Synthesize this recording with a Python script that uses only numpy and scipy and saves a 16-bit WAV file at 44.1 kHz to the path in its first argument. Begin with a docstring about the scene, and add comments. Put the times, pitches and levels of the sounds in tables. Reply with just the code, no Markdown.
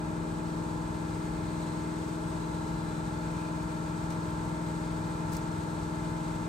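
"""A belt-driven piston air compressor chugs across a tin-walled workshop. From the start, each crank
turn sends a thump and a trailing ring of tank and pump head over motor hum, frame rumble, valve clatter
and air hiss. The hiss builds a little, and from 1.4 s thin whistles rise out of it. At 2.1 s a hand tool
scrapes faintly close by; the mechanic then leans over an engine bay, shifting the room's standing waves.
The tool scrapes again at 4.1 s, and at 5.3 s it ticks and catches with a dry steel click."""
import sys
import numpy as np
from scipy import signal
from scipy.fft import rfft, irfft
from scipy.io import wavfile

SR = 44100
rng = np.random.default_rng(int(sys.argv[2]) if len(sys.argv) > 2 else 0)


def transcribe(signal):
    """Save signal, clipped to [-1, 1], as a 16-bit WAV file at the path in sys.argv[1]."""
    frames = np.atleast_2d(signal).T
    limited = np.clip(frames, -1, 1)
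    pcm = np.round(limited * 32767).astype(np.int16)
    wavfile.write(sys.argv[1], SR, pcm)


N = 285768
T, HZ = np.arange(N) / SR, np.fft.rfftfreq(N, 1 / SR)

CRANK_HZ, DIFFUSE_HZ, HIGH_CUT_HZ = 20.715, 640, 15900
HISS_START_DB, HISS_HOLD_DB, HISS_BUILD_S = -3.5, -2, 1.6
LEAN_START_S, LEAN_TAKES_S = 2.3, 0.75

# main crank harmonics, as the standing waves leave them: multiple, left level/dB, right level/dB
MAIN_HARMONICS = [(3, -50, -50), (5, -46.5, -51.5), (7, -47, -46.5), (8, -37.5, -40.5), (9, -55, -59),
                  (10, -74, -89), (11, -44.5, -51.5), (12, -56, -64), (14, -47, -54), (15, -40.5, -43),
                  (16, -45, -64), (17, -59, -50.5), (19, -57.5, -55.5), (21, -58.5, -60), (23, -55, -63),
                  (24, -54.5, -66), (30, -52, -61.5), (32, -69, -57.5), (35, -69, -70), (39, -58, -53),
                  (41, -59, -49.5), (42, -63, -52), (43, -54, -52.5), (44, -54.5, -55), (47, -63, -54.5),
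                  (48, -71, -88), (49, -59.5, -52), (52, -65, -59), (56, -63.5, -74), (63, -56.5, -66),
                  (65, -52.5, -58.5), (67, -58.5, -61.5), (78, -58.5, -62)]
# close tones that make a harmonic throb: multiple, offset f/Hz, swell t/s, level/dB re the harmonic
BEATS = [(43, 1.09, .55, -6), (44, 1.08, .87, -1), (49, -1.13, .78, -7)]
# thump first, the ring of tank and pump head trailing: f/Hz, delay/crank turns
RING_DELAY = [(280, .81), (340, 2.33), (420, 2.2), (560, 2.7), (720, 1.7), (830, 1.75), (950, 2.4),
              (1100, 2.9), (1260, 3.1), (1460, 5.6), (1700, 7), (2200, 9)]
# the other harmonics, rung out of pump head and tank: f/Hz, level/dB per harmonic
SHELL = [(85, -54), (185, -57), (215, -74), (270, -79), (350, -48), (380, -63.5), (470, -68.5), (580, -74),
         (660, -59.5), (760, -84), (815, -59.5), (890, -56), (1060, -70), (1170, -60), (1245, -79),
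         (1320, -64), (1650, -66.5), (1850, -71.5), (2200, -89)]
# pan of those harmonics: f/Hz, left minus right level/dB
SHELL_PAN = [(200, 0.5), (450, 2), (590, -4), (670, -11), (725, 5), (840, -9.5), (920, 5.5), (1020, 0),
             (1200, 4), (1330, 10), (1450, 1.5), (1700, 0.5)]
# stereo width of the pump: f/Hz, phase between the sides/rad
PUMP_WIDTH = [(60, 0), (330, .25), (450, .9), (540, 2), (620, 1.1), (680, 1.5), (760, 2.6), (830, 2.3),
              (900, 1.5), (1160, 1.4), (1330, 1.9), (1500, 2.4)]
# motor and belt tones, out of step with the crank: f/Hz, level/dB
MOTOR_TONES = [(44.4, -60), (48.8, -60), (86.9, -64), (96.5, -64), (99.9, -58), (110.8, -64), (154.6, -65),
               (162.1, -65), (172.9, -61.5), (174.1, -61.5), (179.4, -57), (182.8, -61.5), (193.6, -63),
               (213.6, -63), (214.4, -63), (405.7, -64), (426.3, -60.5), (628.7, -67), (790.4, -65),
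               (810.9, -65), (852.6, -66), (896.2, -67)]
# noise colours of frame, valves and air, ahead of pan and swells: f/Hz, level/dB per Hz
RUMBLE = [(15, -99), (30, -90), (42, -66), (60, -65), (130, -69), (190, -69.5), (250, -80), (330, -77.5),
          (410, -73.5), (490, -76), (900, -100), (3000, -140)]
CLATTER = [(60, -110), (250, -100), (500, -83), (640, -72.5), (740, -84.5), (840, -76), (1000, -78.5),
           (1220, -82.5), (1420, -84.5), (1700, -83), (1950, -99), (8000, -130)]
HISS = [(100, -125), (800, -92), (2100, -89.5), (3000, -89.5), (4000, -89), (5500, -93.5), (7400, -91),
        (8400, -89), (9300, -96), (10300, -99.5), (11800, -103), (14000, -105), (15800, -112)]
# how alike the noise is left and right: f/Hz, coherence/0..1
NOISE_COHERENCE = [(100, .97), (270, .9), (450, .55), (740, .2), (2000, .35), (3300, .5), (5500, .5),
                   (8500, .75), (14000, .8)]
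# phase of the noise both sides share: f/Hz, left lead/rad
NOISE_LEAD = [(60, 0), (2500, .3), (7400, 1.0), (8600, 0), (10100, -3.1), (11900, -6.3), (13700, -9.4),
              (15300, -12.6)]
# pan of the noise: f/Hz, left minus right level/dB
NOISE_PAN = [(60, 2.5), (270, 6), (450, -3.5), (740, -1), (860, 2.5), (1220, 4), (1400, 5), (1700, 0.5),
             (2000, 4), (3300, 1.5), (5500, 8), (9000, 0.5), (15000, -0.5)]
# narrow resonances in the hiss: f/Hz, width/Hz, level/dB re the hiss
HISS_RINGS = [(2077, 140, 6), (2440, 210, 4), (3554, 70, -0.5), (4040, 130, -2), (4405, 44, 4),
              (6680, 200, -3), (8080, 110, -1)]
# whistles and broader sizzles: fade-in t/s, fade-out t/s, f/Hz, width/Hz, level/dB re the hiss
WHISTLES = [(1.36, 1.73, 4070, 300, 4), (2.12, 2.17, 4110, 120, 8), (2.35, 3.08, 4030, 75, 7),
            (1.48, 2.0, 8090, 70, 4.5), (1.4, 1.95, 8350, 400, -5), (2.18, 2.34, 8090, 85, 8),
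            (2.17, 2.34, 8300, 400, -1)]
# touches of the hand tool: peak t/s, level/dB, rise/s, decay/s, tilt/dB per octave
TOUCHES = [(2.09, -59.5, .03, .04, -4), (4.107, -47.5, .005, .009, -5), (4.123, -46, .003, 0.015, -6.5),
           (5.322, -51.5, .002, .003, 5), (5.329, -44.5, 0.0076, 0.0075, -5), (5.3345, -43, .0015, .004, 4),
           (5.352, -46, 0.012, 0.009, -3.5), (5.3595, -49, .0006, .0015, 4), (5.3672, -41, .0004, .0012, 5),
           (5.3682, -35.5, .0004, .0016, -2), (5.372, -44.5, .001, .005, -1)]
# colour of steel scraping steel: f/Hz, relative level/dB
STEEL_COLOUR = [(300, -40), (1500, -5), (3500, -5.5), (6000, 1.5), (9000, 1), (12000, -3.5), (15500, -6),
                (18000, -18)]
# shift of the standing waves as the mechanic leans in: f/Hz, level change/dB over the whole lean
LEAN_SHIFT = [(160, 0.9), (320, -1.3), (450, -2), (620, 0.6), (800, 0), (880, 1.5), (1000, 0.5),
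              (1200, 0.5), (1350, 2.5), (1700, 0.5)]


def gain_of(db):
    """Decibels to amplitude."""
    return 10 ** (np.asarray(db) / 20)


def unit_rms(x):
    """Scales to rms 1."""
    return x / np.sqrt(np.mean(x ** 2) + 1e-20)


def curve(points, hz):
    """Reads a table as straight lines on a log-frequency axis."""
    f, value = np.transpose(points)
    return np.interp(np.log(hz + 1), np.log(f + 1), value)


def ramp(start_s, length_s):
    """Rises evenly from 0 to 1, then holds."""
    return np.clip((T - start_s) / length_s, 0, 1)


def drift(rate_hz):
    """Random modulation of about rms 1, with little above the given rate."""
    t = np.linspace(0, T[-1], 1024)
    f = np.fft.rfftfreq(len(t), t[1])
    spectrum = rfft(rng.standard_normal(len(t))) * (f > 0) / (1 + (f / rate_hz) ** 2)
    return np.interp(T, t, unit_rms(irfft(spectrum)))


def noise(density_db):
    """Coloured stereo noise, partly shared by the two sides and panned by frequency."""
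    left, separate = rfft(rng.standard_normal((2, N)))
    alike = np.clip(curve(NOISE_COHERENCE, HZ), 0, 1)
    right = alike * np.exp(-1j * curve(NOISE_LEAD, HZ)) * left + np.sqrt(1 - alike ** 2) * separate
    pan = gain_of(np.outer([.5, -.5], curve(NOISE_PAN, HZ)))
    return irfft(np.array([left, right]) * pan * gain_of(density_db), N) * np.sqrt(SR / 2)


def tone(cycles, left_db, right_db, lead_rad, waver_db):
    """One stereo partial with a wavering level."""
    level = gain_of([[left_db], [right_db]]) * gain_of(waver_db * drift(1.2))
    return np.sqrt(2) * level * np.cos(2 * np.pi * cycles + np.array([[.5], [-.5]]) * lead_rad)


def pump(turns, scatter_db=2, waver_db=.5, scatter_cycles=0.16):
    """Crank harmonics: the lows land together as one chug a turn, the highs later and smeared."""
    main_db = {k: sides for k, *sides in MAIN_HARMONICS}
    beats = {k: beat for k, *beat in BEATS}
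    lean = ramp(LEAN_START_S, LEAN_TAKES_S)
    out, lag = np.zeros((2, N)), 0
    for k in range(3, 104):
        hz = k * CRANK_HZ
        left, right, side, shift = rng.uniform(-1, 1, 4)
        diffuse = min(hz / DIFFUSE_HZ, 1) ** 3  # higher harmonics come mostly off the walls
        lead = curve(PUMP_WIDTH, hz) * np.sign(side)
        lag += curve(RING_DELAY, hz - CRANK_HZ / 2)  # delay adds up to phase, harmonic by harmonic
        cycles = k * turns - lag + scatter_cycles * diffuse * shift
        shell_db = curve(SHELL, hz) + curve(SHELL_PAN, hz) * np.array([.5, -.5])
        sides_db = main_db.get(k, shell_db + scatter_db * np.array([left, right]))
        partial = tone(cycles, *sides_db, lead, waver_db + diffuse / 4)
        if k in beats:
            apart_hz, swell_s, db = beats[k]
            partial += gain_of(db) * tone(cycles + apart_hz * (T - swell_s), *sides_db, lead, waver_db)
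        out += partial * gain_of(curve(LEAN_SHIFT, hz) * (lean - lean.mean()))
    return out


def motor(waver_db=1.5, pan_db=4.5, wander_cycles=0.028, full_pan_hz=120):
    """Mains hum, shaft and belt tones beat against the pump; they sit left, the deepest near centre."""
    out = np.zeros((2, N))
    for hz, db in MOTOR_TONES:
        side_db = pan_db * min(hz / full_pan_hz, 1) ** 2
        cycles = hz * T + rng.random() + wander_cycles * drift(0.7)
        out += tone(cycles, db + side_db, db - side_db, 0, waver_db)
    return out


def frame_rumble():
    """The shaking frame lays down a steady low bed."""
    return noise(curve(RUMBLE, HZ))


def valves(turns, depth=0.21, decay_strokes=0.35, late_turns=0.044):
    """Intake and outlet valves slap in turn, twice a revolution; the room smears the bursts."""
    stroke = 2 * (turns - late_turns) % 1
    bursts = unit_rms(1 + depth * np.exp(-stroke / decay_strokes))
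    return noise(curve(CLATTER, HZ)) * bursts


def hiss_band(hz, width_hz):
    """The hiss through one resonance."""
    return noise(curve(HISS, HZ) - 20 * np.log10(1 + 2 * ((HZ - hz) / width_hz) ** 2))


def air_hiss(flutter_db=0.64, wander_db=1.5):
    """Air hisses with a light flutter while narrow resonances swell and fade in it."""
    out = noise(curve(HISS, HZ)) * gain_of(flutter_db * drift(25))
    for hz, width_hz, db in HISS_RINGS:
        out += hiss_band(hz, width_hz) * gain_of(db + wander_db * drift(0.89))
    return out


def air_whistles(fade_s=0.07, chatter_db=2, chatter_hz=35):
    """Resonances in the air rise briefly to thin, chattering whistles and sizzles."""
    out = np.zeros((2, N))
    for start_s, end_s, hz, width_hz, db in WHISTLES:
        swell = ramp(start_s, fade_s) - ramp(end_s, fade_s)
        out += hiss_band(hz, width_hz) * swell * gain_of(db + chatter_db * drift(chatter_hz))
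    return out


def hand_tool():
    """Steel drags on steel with dull scrapes and brighter ticks, then catches with a hard, dry click."""
    out = np.zeros((2, N))
    for peak_s, db, rise_s, decay_s, tilt_db in TOUCHES:
        force = gain_of(db) * np.exp(-np.maximum((peak_s - T) / rise_s, (T - peak_s) / decay_s))
        scrape = noise(curve(STEEL_COLOUR, HZ) + tilt_db * np.log2(HZ + 1))
        out += force * unit_rms(scrape)
    return out


def scene(speed_wobble=0.00042):
    """Mixes compressor, air and tool; the belt lets the crank speed wobble very slightly."""
    turns = np.cumsum(CRANK_HZ * (1 + speed_wobble * drift(4.1))) / SR
    compressor = pump(turns) + motor() + frame_rumble() + valves(turns)
    build_db = HISS_START_DB + (HISS_HOLD_DB - HISS_START_DB) * ramp(0, HISS_BUILD_S)
    air = (air_hiss() + air_whistles()) * gain_of(build_db)
    return compressor + air + hand_tool()


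def record(dry):
    """A steep high cut takes the very top off the mix."""
    high_cut = signal.firwin(511, HIGH_CUT_HZ, window=("kaiser", 9), fs=SR)
    return signal.oaconvolve(dry, high_cut[None], "same")


dry = scene()
out = record(dry)
transcribe(out)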